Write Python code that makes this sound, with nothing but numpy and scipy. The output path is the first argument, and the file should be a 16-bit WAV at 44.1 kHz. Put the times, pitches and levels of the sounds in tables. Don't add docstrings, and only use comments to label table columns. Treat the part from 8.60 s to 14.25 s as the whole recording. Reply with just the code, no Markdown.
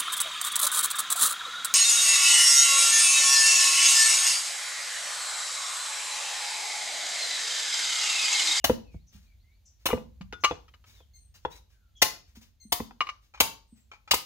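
import sys
import numpy as np
from scipy import signal
from scipy.fft import rfft, irfft, next_fast_len
from scipy.io import wavfile
from scipy.ndimage import uniform_filter1d, map_coordinates

SR = 44100
rng = np.random.default_rng(int(sys.argv[2]) if len(sys.argv) > 2 else 0)


def log_audio(samples):
    frames = np.atleast_2d(samples).T
    limited = np.clip(frames, -1, 1)
    pcm = np.round(limited * 32767).astype(np.int16)
    wavfile.write(sys.argv[1], SR, pcm)


N = 249253
SIZE = 20000
T = np.arange(SIZE) / SR
HZ = np.fft.rfftfreq(2 * SIZE, 1 / SR)

# f/Hz, relative level/dB
RUMBLE_SPECTRUM = [(12, -61.5), (20, -35), (23, -23), (31, -8.5), (41, -4.5), (54, 3), (103, -9.5),
                   (135, -21.5), (250, -27.5), (320, -56.5), (550, -120)]
HISS_SPECTRUM = [(120, -26.5), (200, -3.5), (465, -10), (671, -10), (1160, -16.5), (3370, -11.5),
                 (4350, -11), (5230, -16.5), (6640, -13), (8120, -24), (14900, -17.5), (16000, -24.5)]
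# t/s, level/dB
RUMBLE_LEVELS = [(0.0, -61.5), (0.31, -55), (1.18, -64.5), (1.49, -54.5), (1.72, -54.5), (1.98, -58.5),
                 (4.22, -63), (5.65, -64)]
# t/s, length/s, start f/Hz, end f/Hz, level/dB
SLIDES = [(0.0, .04, 3080, 2630, -65), (0.239, .14, 2750, 2160, -69), (0.658, .1, 2490, 2120, -74),
          (0.826, .15, 2003, 2350, -74.5), (2.334, .11, 4000, 3100, -66), (2.914, .03, 3694, 4020, -52.5),
          (3.098, .22, 1670, 1316, -78.5), (3.352, .055, 3376, 3170, -58.5), (5.074, .17, 8560, 7380, -73)]
# start f/Hz, middle f/Hz, end f/Hz
RISING_PITCHES = [3500, 4140, 4710]
# t/s, level/dB
CHIRPS = [(0.467, -64.5), (1.052, -59), (1.803, -58), (3.36, -65.5)]
CALLS = [(2.535, -59), (4.0, -58)]
# multiple of the pitch, relative level/dB
SQUEAK_PARTIALS = [(1, -13), (2, -1), (3, 0), (7, -16)]
# t/s, low body level/dB, mid crack level/dB,
# high fizz level/dB, wood resonance f/Hz, bending f/Hz, ring level/dB, ring t60/s, tearing time/s
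CHOPS = [(0.0399, -20.5, -17, -22, 2890, 950, -38, 0.12, 0.0048),
         (1.2542, -26, -23.5, -27, 2910, 2330, -32, 0.11, 0.011),
         (3.416, -21, -13.5, -19, 1870, 859, -26.5, 0.24, 0.0097),
         (4.1192, -24.5, -20, -21.5, 3510, 716, -36.5, 0.22, 0.0061),
         (4.8001, -21.5, -14.5, -18, 2747, 904, -30, 0.32, 0.006),
         (5.508, -26.5, -13.5, -22, 2947, 994, -31, 0.071, 0.0055),
         (5.538, -30.5, -23, -24, 4580, 1010, -46, 0.29, 0.0048)]
# f/Hz, relative level/dB
FIBRE_SPECTRUM = [(59, -20.5), (100, -13.5), (283, -9.5), (492, -4), (705, -3.5), (872, -2), (1580, -4),
                  (1830, -1.5), (2800, 1.5), (4110, 2), (4470, -0.5), (6700, -0.5), (7770, -7), (14700, -7),
                  (16000, -7)]
CLICK_SPECTRUM = [(150, -27), (500, -1), (1200, 4), (3000, 0), (6500, -7.5), (8500, -24.5), (16000, -31.5)]
CLOTH_SPECTRUM = [(200, -5.5), (700, -11), (2500, -4), (6500, -5.5), (8000, -16), (15000, -15)]
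# t/s, stump level/dB, log level/dB
KNOCKS = [(0.0969, -15, -23), (0.343, -48, -58), (1.288, -36, -30), (1.302, -32.5, -29), (1.3302, -18, -27),
          (1.376, -37, -40), (1.7255, -39, -39.5), (1.9105, -28, -26.5), (1.921, -37.5, -41.5),
          (2.8506, -29, -24), (2.404, -58, -59), (4.201, -33, -33.5), (4.309, -60, -44.5),
          (5.5358, -33, -20.5)]
# f/Hz, relative level/dB, t60/s
STUMP_MODES = [(168, -10.5, 0.051), (270, -6, 0.043), (351, -3, 0.031), (430.8, -4, 0.072),
               (501, -1.5, 0.064), (675, -9.5, 0.072)]
LOG_MODES = [(780, -4, 0.019), (973.5, 1, 0.017), (1056, -5, 0.023), (1390, -5.5, 0.0097),
             (1990, -13, 0.016), (2533, -13, 0.02), (3420, -17.5, 0.025)]
# t/s, level/dB, f/Hz, soil level/dB
BUMPS = [(0.097, -24, 228, -50), (1.33, -26, 228, -50), (0.344, -43, 167, -37), (0.548, -50.5, 193.8, -52),
         (1.608, -38, 178.1, -56.5), (3.771, -48, 221, -53), (4.052, -48, 218, -66.5),
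         (4.202, -33, 233, -44.5), (5.125, -49, 221.7, -58.5)]
# t/s, level/dB, length/s
BRUSHES = [(0.509, -60, 0.11), (2.246, -59.5, 0.136), (2.333, -64, 0.1), (2.736, -56.5, 0.058),
           (2.896, -54, 0.075), (2.946, -56, 0.052), (3.747, -56, 0.048), (3.805, -58, 0.055)]
# t/s, first end level/dB, second end level/dB, f/Hz,
# click level/dB relative to the ring, factor on the second end's ring time
LANDINGS = [(1.304, -34, -29, 1182, -18, 1.15), (1.611, -56, -62, 1186, 10, .7),
            (1.7255, -44, -41, 1443, -26, 1.3), (1.7258, -47, -56, 1179, 5, .25),
            (1.8375, -20.5, -15, 1179, -4, .8), (2.0815, -59, -63, 1290, 0, .4),
            (2.1385, -55, -62, 1220, 0, .4), (2.2409, -60, -66, 1290, 0, .4),
            (4.4058, -18, -20, 1179, -17, .42), (4.4694, -34, -42, 1179, -18, .5),
            (4.4892, -28, -33, 1179, -14, .5)]
# f/Hz, relative level/dB, t60/s
LOOSE_STICK_MODES = [(1050, -7, .11), (1179, 0, .18), (1335, -15, .07), (2024, -7, .06), (2266, -2, .08),
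                     (2430, -5, .06), (2869, 0, .12), (3000, -6, .06), (3914, -11, .05), (5303, -17, .07)]
HELD_STICK_MODES = [(850, -3.5, .05), (1090, -1, 0.023), (1321, -1.5, 0.061), (2297, -4, 0.085),
                    (2440, -2, 0.09), (3100, -7.5, 0.025), (4200, -15, .05), (7000, -25, 0.068)]
# t/s, level/dB
TAPS = [(4.738, -50), (4.7455, -46), (4.775, -50), (5.315, -44), (5.335, -49.5), (5.4762, -46.5)]
# f/Hz, t60/s
ECHO_DECAY = [(100, 0.45), (500, 0.3519), (2000, 0.2741), (5000, 0.3438), (9000, 0.2342), (15000, 0.23)]
# f/Hz, relative level/dB
ECHO_SPECTRUM = [(100, -4), (500, -12), (1200, -7), (3500, -10.5), (12000, -3)]
# f/Hz, level/dB
LEFT_OVER_RIGHT = [(200, -1), (600, 1.5), (1500, 3), (5000, 3.5), (14000, 2.7)]
# f/Hz, level/dB
MICROPHONE_RESPONSE = [(18, -16), (30, -6), (45, 1.5), (6000, -0.5), (7200, 0.5), (8200, 0.5), (10500, 1),
                       (13000, 0.5), (15000, 2.5)]


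def amp(db):
    return 10 ** (np.asarray(db) / 20)


def unit(x):
    return x / np.sqrt(np.mean(x ** 2) + 1e-20)


def crest(x):
    return x / np.sqrt(uniform_filter1d(x ** 2, size=132).max() + 1e-20)


def along(points, hz):
    f, values = np.transpose(points)
    return np.interp(np.log(hz + 1), np.log(f + 1), values)


def fade(t60, t=T):
    return np.exp(-np.log(1000) * t / t60)


def colour(x, gain):
    cepstrum = irfft(np.log(np.maximum(gain, 1e-6)))
    cepstrum[1:SIZE] *= 2
    cepstrum[SIZE + 1:] = 0
    return irfft(rfft(x, 2 * SIZE) * np.exp(rfft(cepstrum)))[:SIZE]


def add(track, s, sound):
    part = track[:, round(s * SR):][:, :SIZE]
    part += sound[..., :part.shape[1]]


def steady_noise(spectrum, side_db):
    gain = amp(along(spectrum, np.fft.rfftfreq(2 ** 18, 1 / SR)))
    mid, side = irfft(rfft(rng.standard_normal((2, 2 ** 18))) * gain)[:, :N]
    return unit(np.array([mid + amp(side_db) * side, mid - amp(side_db) * side]))


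def outdoors(hiss_db=-76.8, swing_db=1.5, swings_per_s=3):
    rumble_db = np.interp(np.arange(N) / SR, *np.transpose(RUMBLE_LEVELS))
    swings = rng.standard_normal(int(N * swings_per_s / SR) + 4)
    drift = map_coordinates(swings, [np.arange(N) * swings_per_s / SR])
    rumble = amp(rumble_db) * steady_noise(RUMBLE_SPECTRUM, side_db=-12.5)
    hiss = amp(hiss_db + swing_db * drift) * steady_noise(HISS_SPECTRUM, side_db=-3.5)
    return rumble + hiss


def bird_note(pitches, length_s, flutter_hz=65, partials=((1, 0),)):
    progress = np.clip(T / length_s, 0, 1)
    curve = np.polyfit(np.linspace(0, 1, len(pitches)), pitches, len(pitches) - 1)
    flutter = flutter_hz * unit(uniform_filter1d(rng.standard_normal(SIZE), size=50))
    phase = 2 * np.pi * np.cumsum(np.polyval(curve, progress) + flutter) / SR
    swell = 2 * np.sqrt(progress * (1 - progress))
    return swell * sum(amp(db) * np.sin(k * phase) for k, db in partials)


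def birds(run_start_s=.249, run_step_s=.1325, run_db=-77):
    notes = [(s, db, bird_note([start_hz, end_hz], length))
             for s, length, start_hz, end_hz, db in SLIDES]
    notes += [(run_start_s + k * run_step_s, run_db, bird_note(RISING_PITCHES, length_s=.056))
              for k in range(6)]
    notes += [(s, db, bird_note([6000, 6200, 5000], length_s=.039, flutter_hz=480)) for s, db in CHIRPS]
    for s, db in CALLS:
        squeak = bird_note([2151, 2114, 2033], length_s=.04, flutter_hz=25, partials=SQUEAK_PARTIALS)
        whistle = bird_note([8160, 8680, 8260], length_s=.13)
        notes += [(s, db, squeak), (s + .011, db - 7.5, whistle)]
    out = np.zeros((2, N))
    for s, db, sound in notes:
        add(out, s, garden(amp(db) * sound, echo_db=6, lag_s=0))
    return out


def garden(x, echo_db=0, lag_s=.00013, build_s=.0078):
    hz, t, noise = signal.stft(rng.standard_normal((2, SIZE)), SR, nperseg=256)
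    decay = fade(along(ECHO_DECAY, hz)[:, None], t)
    tail = signal.istft(noise * decay, SR, nperseg=256)[1][:, :SIZE]
    tail = unit(tail * (1 - np.exp(-T / build_s))) / np.sqrt(SIZE)
    far = amp(echo_db + along(ECHO_SPECTRUM, HZ)) * rfft(tail, 2 * SIZE)
    bounces = unit(rng.standard_normal((2, SIZE)) * T * fade(t60=.022)) / np.sqrt(SIZE)
    short_waves = HZ / np.hypot(HZ, 1600)
    near = amp(-2.5) * rfft(bounces, 2 * SIZE) * short_waves
    direct = np.exp(-2j * np.pi * HZ * np.array([[lag_s], [0]]))
    balance = amp(np.array([[.5], [-.5]]) * along(LEFT_OVER_RIGHT, HZ))
    return irfft(rfft(x, 2 * SIZE) * (direct + near + far) * balance)[:, :SIZE]


def ring(modes, pitch_factor=1, scatter_db=4, time_factor=1):
    chance_db = scatter_db * rng.standard_normal(len(modes))
    sound = np.zeros(SIZE)
    for k, (hz, db, t60) in enumerate(modes):
        tone = (-1) ** k * np.sin(2 * np.pi * hz * pitch_factor * T)
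        sound += amp(db + chance_db[k]) * fade(t60 * time_factor) * tone
    return crest(sound)


def soil_thud(low_hz=66, high_hz=110, rise_s=.016):
    swell = (1 - np.exp(-(T / rise_s) ** 2)) * fade(t60=.069)
    low = np.sin(2 * np.pi * low_hz * rng.uniform(.94, 1.1) * T)
    high = np.sin(2 * np.pi * high_hz * rng.uniform(.95, 1) * T)
    return crest(swell * (low + .55 * high))


def chops(rise_s=.0028, spikiness=.5, resonance_db=6, resonance_width_hz=130):
    out = np.zeros((2, N))
    low = 1 / (1 + (HZ / 1400) ** 6)
    high = 1 / (1 + (7000 / (HZ + 1)) ** 12)
    for s, body_db, crack_db, fizz_db, wood_hz, bend_hz, ring_db, ring_t60, tearing_s in CHOPS:
        bite = 1 - np.exp(-(T / rise_s) ** 3)
        since_split = np.maximum(T - rise_s / 2 - tearing_s, 0)
        tear = bite * fade(t60=.033, t=since_split)
        snaps = tear * rng.standard_normal(SIZE) * np.exp(spikiness * rng.standard_normal(SIZE))
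        peak_db = resonance_db / (1 + ((HZ - wood_hz) / resonance_width_hz) ** 2)
        wood = amp(along(FIBRE_SPECTRUM, HZ) + peak_db)
        body = amp(body_db) * crest(colour(snaps, wood * low))
        crack = amp(crack_db) * crest(colour(snaps, wood * (1 - low) * (1 - high)))
        fizz = amp(fizz_db) * crest(colour(snaps, wood * high))
        bending = amp(ring_db) * bite * ring([(bend_hz, 0, ring_t60), (bend_hz * 1.233, -5, ring_t60)])
        chop = garden(body + crack + fizz) + garden(bending, echo_db=-15)
        add(out, s, chop + amp(body_db - 19.5) * soil_thud())
    return out


def click(t60):
    return crest(colour(rng.standard_normal(SIZE) * fade(t60), amp(along(CLICK_SPECTRUM, HZ))))


def knocks():
    out = np.zeros((2, N))
    for s, stump_db, log_db in KNOCKS:
        log = ring(LOG_MODES) + amp(-22) * click(t60=.046)
        wood = amp(stump_db) * ring(STUMP_MODES) + amp(log_db) * log
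        add(out, s, garden(wood, echo_db=-5) + amp(stump_db - 15.5) * soil_thud())
    return out


def bumps(rise_s=.005):
    out = np.zeros((2, N))
    for s, db, hz, soil_db in BUMPS:
        swell = (1 - np.exp(-T / rise_s)) * fade(t60=.055)
        thump = crest(swell * np.sin(2 * np.pi * hz * T))
        add(out, s, garden(amp(db) * thump, echo_db=-.5) + amp(soil_db) * soil_thud())
    return out


def brushes(graininess=.47, fidgets_per_s=2.4, fidget_db=-69.5, fidget_s=.1):
    out = np.zeros((2, N))
    gap_s = 1 / fidgets_per_s
    starts = np.arange(0, N / SR - gap_s, gap_s)
    fidgets = [(s + rng.random() * gap_s, fidget_db, fidget_s) for s in starts]
    for s, db, length in BRUSHES + fidgets:
        progress = 6 * T / length
        swell = progress ** 2 * np.exp(-progress)
        grains = rng.standard_normal(SIZE) * np.exp(graininess * rng.standard_normal(SIZE))
        rustle = crest(colour(swell * grains, amp(along(CLOTH_SPECTRUM, HZ))))
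        add(out, s, garden(amp(db) * rustle))
    return out


def landings(stick_hz=1179, slap_s=.0064, first_ring_factor=.3, lag_s=.00007):
    out = np.zeros((2, N))
    for s, first_db, second_db, hz, click_db, ring_factor in LANDINGS:
        tilt_db_per_octave = .22 * click_db
        modes = [(f, db + tilt_db_per_octave * np.log2(f / stick_hz), t60)
                 for f, db, t60 in LOOSE_STICK_MODES]
        for delay, db, factor in [(0, first_db, first_ring_factor), (slap_s, second_db, ring_factor)]:
            bar = ring(modes, pitch_factor=hz / stick_hz, scatter_db=0, time_factor=factor)
            underneath = amp(-7.5) * ring(LOG_MODES, pitch_factor=rng.uniform(1, 1.9), time_factor=.17)
            contact = underneath + amp(click_db) * click(t60=.045)
            landing = garden(bar, echo_db=-12.5, lag_s=lag_s) + garden(contact, echo_db=-4, lag_s=lag_s)
            add(out, s + delay, amp(db) * landing)
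    return out


def taps():
    out = np.zeros((2, N))
    for s, db in TAPS:
        tap = ring(HELD_STICK_MODES) + amp(-7) * click(t60=.12)
        add(out, s, garden(amp(db) * tap, echo_db=-3))
    return out


def scene():
    return outdoors() + birds() + chops() + knocks() + bumps() + brushes() + landings() + taps()


def record(dry, ceiling=.8, top_hz=15800):
    size = next_fast_len(N + SIZE)
    hz = np.fft.rfftfreq(size, 1 / SR)
    bright = irfft(rfft(dry, size) * amp(along(MICROPHONE_RESPONSE, hz)), size)
    rounded = bright / (1 + (bright / ceiling) ** 4) ** (1 / 4)
    return irfft(rfft(rounded) / (1 + (hz / top_hz) ** 160), size)[:, :N]


dry = scene()
out = record(dry)
log_audio(out)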